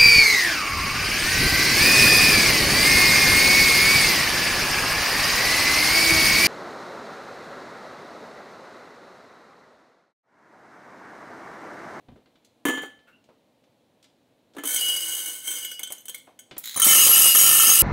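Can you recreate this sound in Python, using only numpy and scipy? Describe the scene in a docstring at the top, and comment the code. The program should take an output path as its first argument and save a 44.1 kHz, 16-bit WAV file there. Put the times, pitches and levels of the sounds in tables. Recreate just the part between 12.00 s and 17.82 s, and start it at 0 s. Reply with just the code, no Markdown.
"""A kitchen, small and soft, with one microphone and a limiter near a glass jar on a wooden table.
After a few handling bumps a steel funnel drops into the jar's mouth and rattles to rest; a faint squeak
follows. The funnel knocks again, light seeds are tipped through it from a bowl and the last ones shaken
out. Then, close up, hard dried beans slide off a bowl and pour in.
The grains give short cracks and ring funnel and jar."""
import sys
import numpy as np
from scipy import signal
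from scipy.fft import rfft, irfft, next_fast_len
from scipy.io import wavfile
from scipy.ndimage import uniform_filter1d, minimum_filter1d

SR = 44100
rng = np.random.default_rng(int(sys.argv[2]) if len(sys.argv) > 2 else 0)


def generate_wav(signal):
    """Clip the signal to [-1, 1] and save it as 16-bit WAV at the path in sys.argv[1]."""
    frames = np.transpose(np.atleast_2d(signal))
    scaled = np.clip(frames, -1, 1) * 32767
    pcm = np.round(scaled).astype(np.int16)
    wavfile.write(sys.argv[1], SR, pcm)


N = 256662
TIME = np.arange(N) / SR
AGE = TIME[:SR // 2]  # seconds since a strike
BLOW_S = 0.01
FALL_S = 0.12  # from the funnel to the bottom of the jar


def amp(db):
    """Decibels to gain."""
    return 10 ** (np.asarray(db) / 20)


def add(out, t, sound):
    """Mix a sound in at t seconds."""
    i = int(np.clip(round(t * SR), 0, N - 1))
    out[i:i + len(sound)] += sound[:N - i]


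def blow(x):
    """Scale to the energy of a full-level sound lasting BLOW_S."""
    return x * np.sqrt(BLOW_S * SR / np.sum(x ** 2, axis=-1, keepdims=True))


def colour(x, spectrum):
    """Causal filter through (f/Hz, level/dB) points, built from the cepstrum."""
    size = next_fast_len(x.shape[-1] // 2 + 2048) * 2
    hz, db = np.transpose(spectrum)
    bins = np.maximum(np.arange(size // 2 + 1) * SR / size, 1)
    gain = amp(np.interp(np.log(bins), np.log(hz), db))
    cepstrum = irfft(np.log(gain))
    cepstrum[1:size // 2] *= 2
    cepstrum[size // 2 + 1:] = 0
    return irfft(rfft(x, size) * np.exp(rfft(cepstrum)))[..., :x.shape[-1]]


def fade(t60):
    """Exponential decay, 60 dB down after t60 seconds."""
    return np.exp(-np.log(1000) * AGE / t60)


def cracks(spectrum, t60, count):
    """Crowds of short modes, different at each point of contact."""
    return blow(colour(rng.standard_normal((count, len(AGE))) * fade(t60), spectrum))


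def partials(modes):
    """One dying sine a mode; its level sets its share of the energy."""
    return np.array([amp(db) * blow(np.sin(2 * np.pi * hz * AGE) * fade(t60)) for hz, t60, db in modes])


def rings(modes, scatter_db, count):
    """Each point of contact moves the modes with its own signs and strengths."""
    sign, strength = rng.standard_normal((2, count, len(modes)))
    weights = np.sign(sign) * amp(scatter_db * strength)
    return blow(weights @ partials(modes) * (1 - fade(0.012)))  # the ring takes a moment to spread


def pings(low_hz, high_hz, t60, count):
    """Short, bright tones, a different three at each point of contact."""
    hz = rng.uniform(low_hz, high_hz, (count, 3))
    return blow(np.sin(2 * np.pi * hz[..., None] * AGE).sum(axis=1) * fade(t60))


def shower(flow, banks, spread_db, per_second):
    """A stream of uneven grains; each level column of the flow plays one bank of sounds."""
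    s, *levels = np.transpose(flow)
    grains = int((s[-1] - s[0]) * per_second)
    late, chance, spots = rng.random((grains, 3)).T
    times = s[0] + (np.arange(grains) + 2 * late - 1) / per_second
    sizes = amp(-spread_db * np.log(1 - 0.98 * chance))  # many small, a few large
    sizes /= np.sqrt(np.mean(sizes ** 2) * per_second * BLOW_S)
    out = np.zeros(N)
    for t, size, spot in zip(times, sizes, spots):
        for db, bank in zip(levels, banks):
            add(out, t, size * amp(np.interp(t, s, db)) * bank[int(spot * len(bank))])
    return out


def strikes(hits, crack, ring):
    """Single grains hit the bare steel; the level is shared between crack and ring."""
    out = np.zeros(N)
    for k, (t, db, ring_db, *_) in enumerate(hits):
        sound = crack[k % len(crack)] + amp(ring_db) * ring[k % len(ring)]
        add(out, t, amp(db) * sound / np.hypot(1, amp(ring_db)))
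    return out


def room_tone():
    """The low, even hush of the kitchen."""
    # colour of the hush: f/Hz, level/dB
    spectrum = [(15, -64), (25, -42), (114, -7.5), (185, -10), (249, -3), (335, -8), (384, -11.5),
                (503, -7.5), (624, -9.5), (754, -13), (863, -15.5), (1330, -25), (4030, -24.5),
                (4870, -31.5), (16000, -39.5)]
    hush = colour(rng.standard_normal(N), spectrum)
    return amp(-65) * hush / np.std(hush)


def room(x):
    """Cloth walls give a short, soft tail behind the direct sound."""
    spectrum = [(60, -8.5), (400, -4), (4000, 5), (16000, -8.5)]  # f/Hz, level/dB
    tail = cracks(spectrum, t60=0.36, count=1)[0] * (1 - fade(0.02))
    return x + amp(-8.5) * signal.fftconvolve(x, tail / np.linalg.norm(tail))[:N]


def squeak():
    """A short rub turns into a faint, unsteady, rising tone."""
    # course of the tone: t/s, f/Hz, level/dB
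    glide = [(1.07, 2620, -71), (1.09, 2680, -69), (1.116, 2680, -80), (1.136, 2750, -61),
             (1.185, 2940, -86)]
    # colour of the rub: f/Hz, level/dB
    rub = [(200, -16), (1100, -16), (1450, 0), (1900, -15), (2600, -14), (5000, -32)]
    s, hz, db = np.transpose(glide)
    wobble = uniform_filter1d(rng.standard_normal(N), size=100)
    pitch = np.interp(TIME, s, hz) * (1 + 0.022 * wobble / np.std(wobble))
    level = np.interp(TIME, s, amp(db), left=0, right=0)
    out = np.sqrt(2) * level * np.sin(2 * np.pi * np.cumsum(pitch) / SR)
    add(out, s[0], amp(-48) * cracks(rub, t60=0.17, count=1)[0] * (1 - fade(0.08)))
    return out


def handling():
    """Soft bumps and small ticks as bowls are picked up, shaken and tilted."""
    # hands and bowls bump: t/s, level/dB, centre f/Hz
    bumps = [(.086, -47, 198), (0.119, -45, 112), (0.159, -49, 364), (1.289, -50.5, 426),
             (2.549, -49.5, 497), (3.802, -51.5, 704), (3.903, -43.5, 600), (4.272, -48, 644),
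             (4.514, -45, 320), (4.566, -47, 453)]
    # bowls tick: t/s, level/dB, treble tilt/(dB per octave)
    ticks = [(0.085, -47.5, -12), (0.259, -60.5, -8.5), (0.356, -61.5, -7), (.447, -58.5, 4),
             (.99, -60, -8.5), (1.241, -65.5, 0.5), (1.639, -67, -4.5), (2.027, -59, 2), (2.042, -57, -0.5),
             (2.536, -62, -1), (2.549, -62, 6), (4.511, -43, -6.5), (4.566, -44.5, -6), (4.58, -26, 26)]
    # colour of a tick before its tilt: f/Hz, level/dB
    tick_colour = [(100, -26), (1200, -2.5), (3500, 6.5), (8000, -2.5), (16000, -20)]
    out = np.zeros(N)
    for t, db, hz in bumps:
        spectrum = [(hz / 16, -28), (hz, 0), (hz * 64, -63)]  # a broad hump, steeper above
        add(out, t, amp(db) * cracks(spectrum, t60=0.15, count=1)[0])
    for t, db, tilt in ticks:
        spectrum = [(hz, level + tilt * np.log2(hz / tick_colour[0][0])) for hz, level in tick_colour]
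        add(out, t, amp(db) * cracks(spectrum, t60=0.076, count=1)[0])
    return out


def funnel():
    """The funnel bounces on the rim: the jar thuds on the table, steel scrapes glass, both ring on."""
    # knocks on the rim, each column on its own scale: t/s, ring/dB, thud/dB, scrape/dB
    knocks = [(0.653, -9, -12, -27), (0.671, -21, -29, -36), (0.684, -8.5, -17.5, -30.5),
              (0.697, -37, -18, -51), (0.736, -26, -26.5, -44), (0.758, -27, -35, -47),
              (0.775, -22, -24.5, -48), (0.82, -24, -48, -45), (0.833, -22.5, -26, -53.5),
              (0.856, -55, -38, -54), (2.566, -41, -26.5, -49.5), (2.584, -21, -28, -46),
              (2.636, -54, -24, -31.5)]
    # modes of the funnel loose on the jar: f/Hz, t60/s, level/dB
    modes = [(260, 0.69, -7.5), (278.5, 0.52, -4.5), (306, .25, -4.5), (342, .4, -13), (492, 0.31, -8.5),
             (793, 0.18, -11.5), (1210, 0.18, -15.5), (1737, 0.69, 3.5), (2040, .25, -14.5),
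             (2121, 0.23, -11), (2925, .6, -20), (3043, 1.8, -6), (3120, 1.8, -3), (3173, 1, -12),
             (4470, 3, -20.5), (5981, .4, -19.5), (6200, 1.5, -26), (6930, 0.32, -21), (7000, .4, -20.5),
             (8102, .3, -21.5)]
    # colours of the dense, quickly dying modes: f/Hz, level/dB
    thud_colour = [(25, -50.5), (70, -23), (110, -29), (190, -30.5), (280, 7), (420, -3), (620, -11.5),
                   (1250, -9.5), (2300, -19), (3600, -21.5), (5000, -42)]
    scrape_colour = [(1500, -15), (3200, -4.5), (5000, -19), (6500, 2), (7400, -9.5), (8300, 1.5),
                     (11000, -3), (16000, -5)]
    seated_s, seated_t60_s = 0.79, 0.33
    ring = blow(partials(modes).sum(axis=0))
    thud = cracks(thud_colour, t60=0.089, count=16)
    scrape = cracks(scrape_colour, t60=0.089, count=16)
    out = np.zeros(N)
    for k, (t, ring_db, thud_db, scrape_db) in enumerate(knocks):
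        # once seated, the funnel lies against the glass and its ring dies sooner
        seated_for = np.maximum(AGE - max(seated_s - t, 0), 0)
        damping = amp(-60 * seated_for / seated_t60_s)
        contact = amp(thud_db - 8.5) * thud[k] + amp(scrape_db - 1) * scrape[k]
        add(out, t, contact + amp(ring_db - 9) * ring * damping)
    return out


def seed_flow(start, length, db, steel_db, glass_db):
    """One tip of the bowl swells, runs out and stops; rows of t/s, crack/dB, steel/dB, glass/dB."""
    attack_s, release_s, run_out_db_per_s = 0.034, 0.23, 9.5
    off_wall_db_per_s = 2  # the stream moves from the funnel's wall towards its throat
    bare_s, cover_db_per_s = 0.32, 38  # seeds ring the glass until they heap up on it
    age = np.linspace(0, length, 200)
    opening = np.clip(np.minimum(age / attack_s, (length - age) / release_s), 0.01, 1)
    flow = db - run_out_db_per_s * age + 20 * np.log10(opening)
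    steel = flow + steel_db - off_wall_db_per_s * age
    landing = np.interp(age - FALL_S, age, flow)
    glass = landing + glass_db - cover_db_per_s * np.maximum(age - bare_s, 0)
    return np.column_stack([start + age, flow, steel, glass])


def seeds():
    """A fine rush of light seeds, on the steel, then on the glass below; it thins to single ticks."""
    # two tips of the bowl: t/s, length/s, flow/dB, share on steel/dB, share on glass/dB
    tips = [(2.64, 0.87, -27, -6, -4.5), (3.421, 0.38, -34.5, -4, -7)]
    # clumps, then the last seeds shaken loose: t/s, relative level/dB, ring over crack/dB
    hits = [(2.654, -20, -2), (2.672, -24, -7), (2.7232, -33, -27), (2.7454, -13, -30), (2.7613, -11.5, 1),
            (2.8095, -14, -31), (3.0813, -25, -19), (3.1178, -30, -3), (3.1358, -22, -24), (3.4773, -17, 1),
            (3.5127, -18, 4), (3.5364, -20.5, 8), (3.6472, -19.5, 10), (3.7146, -23.5, 8),
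            (3.7933, -21.5, -1), (3.8322, -17, 1.5), (3.8724, -27, 14), (3.903, -29, 5), (3.9217, -19, -10),
            (3.9813, -37, 12), (4.0044, -40, 15), (4.055, -30, -6), (4.0822, -24.5, 4), (4.0946, -22, -3),
            (4.1449, -22.5, -1), (4.1795, -37, -1), (4.3907, -32, 3), (4.4164, -56, -9)]
    # colour of a seed's crack: f/Hz, level/dB
    crack_colour = [(25, -49), (90, -46), (300, -15), (1000, -14), (2500, -17), (3600, -11.5), (4400, -13),
                    (5400, -15.5), (6700, -3.5), (7500, -9), (8400, 1), (10000, 0.5), (12000, -2),
                    (16000, -5.5)]
    # modes of the hand-held funnel and of the jar: f/Hz, t60/s, level/dB
    funnel_modes = [(324, 0.081, -22), (501, 0.1, -23), (1508, 0.045, -12), (1753, 0.22, -19),
                    (2187, 0.03, -10), (3095, 0.06, -6), (3156, 0.089, -7), (5672, 0.027, -17),
                    (5977, 0.108, -12), (6264, 0.025, -4), (6551, 0.116, -11), (7002, 0.023, -11),
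                    (8038, 0.06, 0), (8332, 0.025, -9), (9450, 0.15, -15), (10489, 0.086, -16),
                    (12100, 0.041, -10), (13117, 0.072, -9), (15618, 0.037, -12)]
    jar_modes = [(2925, 0.15, 0), (4773, 0.061, -11), (4948, 0.03, -14), (5092, 0.049, -12)]
    crack = cracks(crack_colour, t60=0.049, count=40)
    steel = amp(3) * rings(funnel_modes, scatter_db=1.5, count=40)
    glass = rings(jar_modes, scatter_db=0, count=40)
    stream = sum(shower(seed_flow(*tip), [crack, steel, glass], spread_db=4.5, per_second=650)
                 for tip in tips)
    # a lone seed rings the steel at a pitch that depends on where it lands
    ring = amp(-0.5) * rings(funnel_modes, scatter_db=6.5, count=30)
    ring += amp(-10) * pings(low_hz=2938, high_hz=3500, t60=0.075, count=30)
    return stream + amp(-10) * strikes(hits, crack, ring)


def bean_slide():
    """Beans slide over each other in the tilted bowl."""
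    # swell of the slide: t/s, level/dB
    flow = [(4.60, -63), (4.632, -63), (4.638, -35.5), (4.70, -38), (4.75, -41), (4.82, -30)]
    # colour of a contact in the bowl: f/Hz, level/dB
    bowl_colour = [(100, -28), (600, -24), (1300, -7), (2200, -1.5), (2700, -10.5), (3900, 10.5),
                   (4600, -7), (5700, -7), (6800, 2.5), (8800, -8), (10600, -2), (13500, -3), (14600, 4),
                   (16000, -4.5)]
    clicks = amp(0.5) * cracks(bowl_colour, t60=0.013, count=12)
    return shower(flow, [clicks], spread_db=4.5, per_second=700)


def bean_flow():
    """Beans hit the funnel's wall, then the glass; rows of t/s, crack/dB, steel/dB, glass/dB, thump/dB."""
    # the stream of beans: t/s, flow/dB, force on the wall/dB
    stream = [(4.845, -2, -36), (4.849, -8, -25.5), (5.067, -15.5, -36), (5.273, -15, -37.5),
              (5.327, -20.5, -74), (5.351, -15.5, -34), (5.571, -17.5, -37.5), (5.611, -16, -40),
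              (5.701, -17, -31.5), (5.753, -17, -44.5), (5.801, -15.5, -39), (5.82, -8, -24)]
    cover_db_per_s = 1.5  # the growing heap damps the jar
    points, *levels = np.transpose(stream)
    s = np.linspace(points[0], points[-1], 200)
    flow, wall = (np.interp(s, points, db) for db in levels)
    age = s - s[0]
    landed = np.clip(age / FALL_S, 0.1, 1)
    glass = flow + 20 * np.log10(landed) - cover_db_per_s * age
    return np.column_stack([s, flow, wall, glass, wall])


def beans():
    """Close up, beans clatter through the funnel, thump the table and drum on the bottom of the jar."""
    # hardest strikes: t/s, relative level/dB, ring over crack/dB, thump/dB
    hits = [(4.7611, -17.5, 14, -35.5), (4.7734, -17, 14, -34.5), (4.798, -10, 5, -40),
            (4.8179, 3.5, 5, -33), (4.8657, 8.5, -5, -13), (4.884, 11, 1, -22), (5.0649, 2, -22, -24),
            (5.092, 0, -11, -23), (5.3857, 0, 5, -47), (5.256, -3.5, 4, -29), (5.349, -4.5, 2, -31),
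            (5.5085, -19, -1, -41), (5.597, 0.5, 15, -39), (5.6962, -4.5, -1, -38),
            (5.789, -4, -4.5, -35.5)]
    # square landings on the glass: t/s, low ring/dB, high ring/dB
    glass_hits = [(4.972, -10.5, -19), (5.091, -43, 3), (5.129, -4, 1), (5.15, -11, -32), (5.263, -14, -16),
                  (5.365, -42, -4), (5.792, -32, -2)]
    # colours of a bean's crack and the table's thump: f/Hz, level/dB
    crack_colour = [(200, -25), (1000, -23), (1900, -11), (3600, -7.5), (4500, -10.5), (5500, -7.5),
                    (7500, -3.5), (8400, 4.5), (9100, -8), (10000, 1), (12600, -4), (14200, -0.5),
                    (16000, 1)]
    thump_colour = [(20, -6), (45, -5.5), (130, -4), (270, 1), (400, 0), (800, -3), (1300, 2),
                    (2000, -21.5)]
    # modes of the funnel resting free and of the jar: f/Hz, t60/s, level/dB
    funnel_modes = [(1248, 0.024, -14), (1329, 0.03, -10), (1779, 0.098, -15), (2192, 0.018, -12),
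                    (3027, 0.15, -15), (3140, 0.061, -7), (5690, 0.05, -8), (5965, 0.067, -16),
                    (6340, 0.065, 0), (6539, 0.22, -12), (6826, 0.219, -12), (6982, 0.025, -7),
                    (8072, 0.018, -1), (8317, 0.032, -3), (8668, 0.018, 0), (9466, 0.084, -5),
                    (9673, 0.018, -1), (9937, 0.037, -6), (10124, 0.041, -2), (10710, 0.031, -8),
                    (10918, 0.092, -11), (12032, 0.018, -1), (13103, 0.041, -10), (13525, 0.025, -4),
                    (15645, 0.021, -1)]
    jar_modes = [(2607, 0.048, -13), (2872, 0.19, -5), (4878, 0.045, -15), (5044, 0.05, -10),
                 (11098, 0.05, -12), (11578, 0.064, 0)]
    crack = cracks(crack_colour, t60=0.06, count=60)
    thump = cracks(thump_colour, t60=0.06, count=60)
    steel = rings(funnel_modes, scatter_db=6.5, count=60)
    glass = rings(jar_modes, scatter_db=2.5, count=60)
    # each bean picks out a few of the dense treble modes
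    treble = pings(low_hz=7980, high_hz=14170, t60=0.062, count=60)
    banks = [amp(0.4) * crack + amp(-2.5) * treble, amp(18.5) * steel, amp(-2.5) * glass, thump]
    out = shower(bean_flow(), banks, spread_db=2, per_second=230)
    for (t, _, _, thump_db), sound in zip(hits, thump):
        add(out, t, amp(thump_db) * sound)
    jar = partials(jar_modes) * (1 - fade(0.056))
    is_low = np.array(jar_modes)[:, 0] < 8000
    for t, low_db, high_db in glass_hits:
        add(out, t, amp(np.where(is_low, low_db, high_db)) @ jar)
    return out + amp(-6.5) * strikes(hits, crack, steel)


def scene():
    """Everything reaches one microphone, the same in both channels."""
    # the funnel and the seeds carry no deep bass
    low_cut = signal.butter(4, 160, "high", fs=SR, output="sos")
    light = signal.sosfilt(low_cut, funnel() + seeds())
    direct = light + handling() + squeak() + bean_slide() + beans()
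    return np.tile(room(direct) + room_tone(), (2, 1))


def record(dry):
    """A fast limiter holds the hardest strikes down; the top is cut steeply before and after it."""
    top_hz, ceiling, window = 15750, amp(-3), 221  # window in samples, 5 ms
    high_cut = signal.ellip(12, 0.1, 80, top_hz, fs=SR, output="sos")
    heard = signal.sosfilt(high_cut, dry)
    gain = ceiling / np.maximum(np.abs(heard).max(axis=0), ceiling)
    gain = uniform_filter1d(minimum_filter1d(gain, window), window)
    return signal.sosfilt(high_cut, heard * gain)


dry = scene()
out = record(dry)
generate_wav(out)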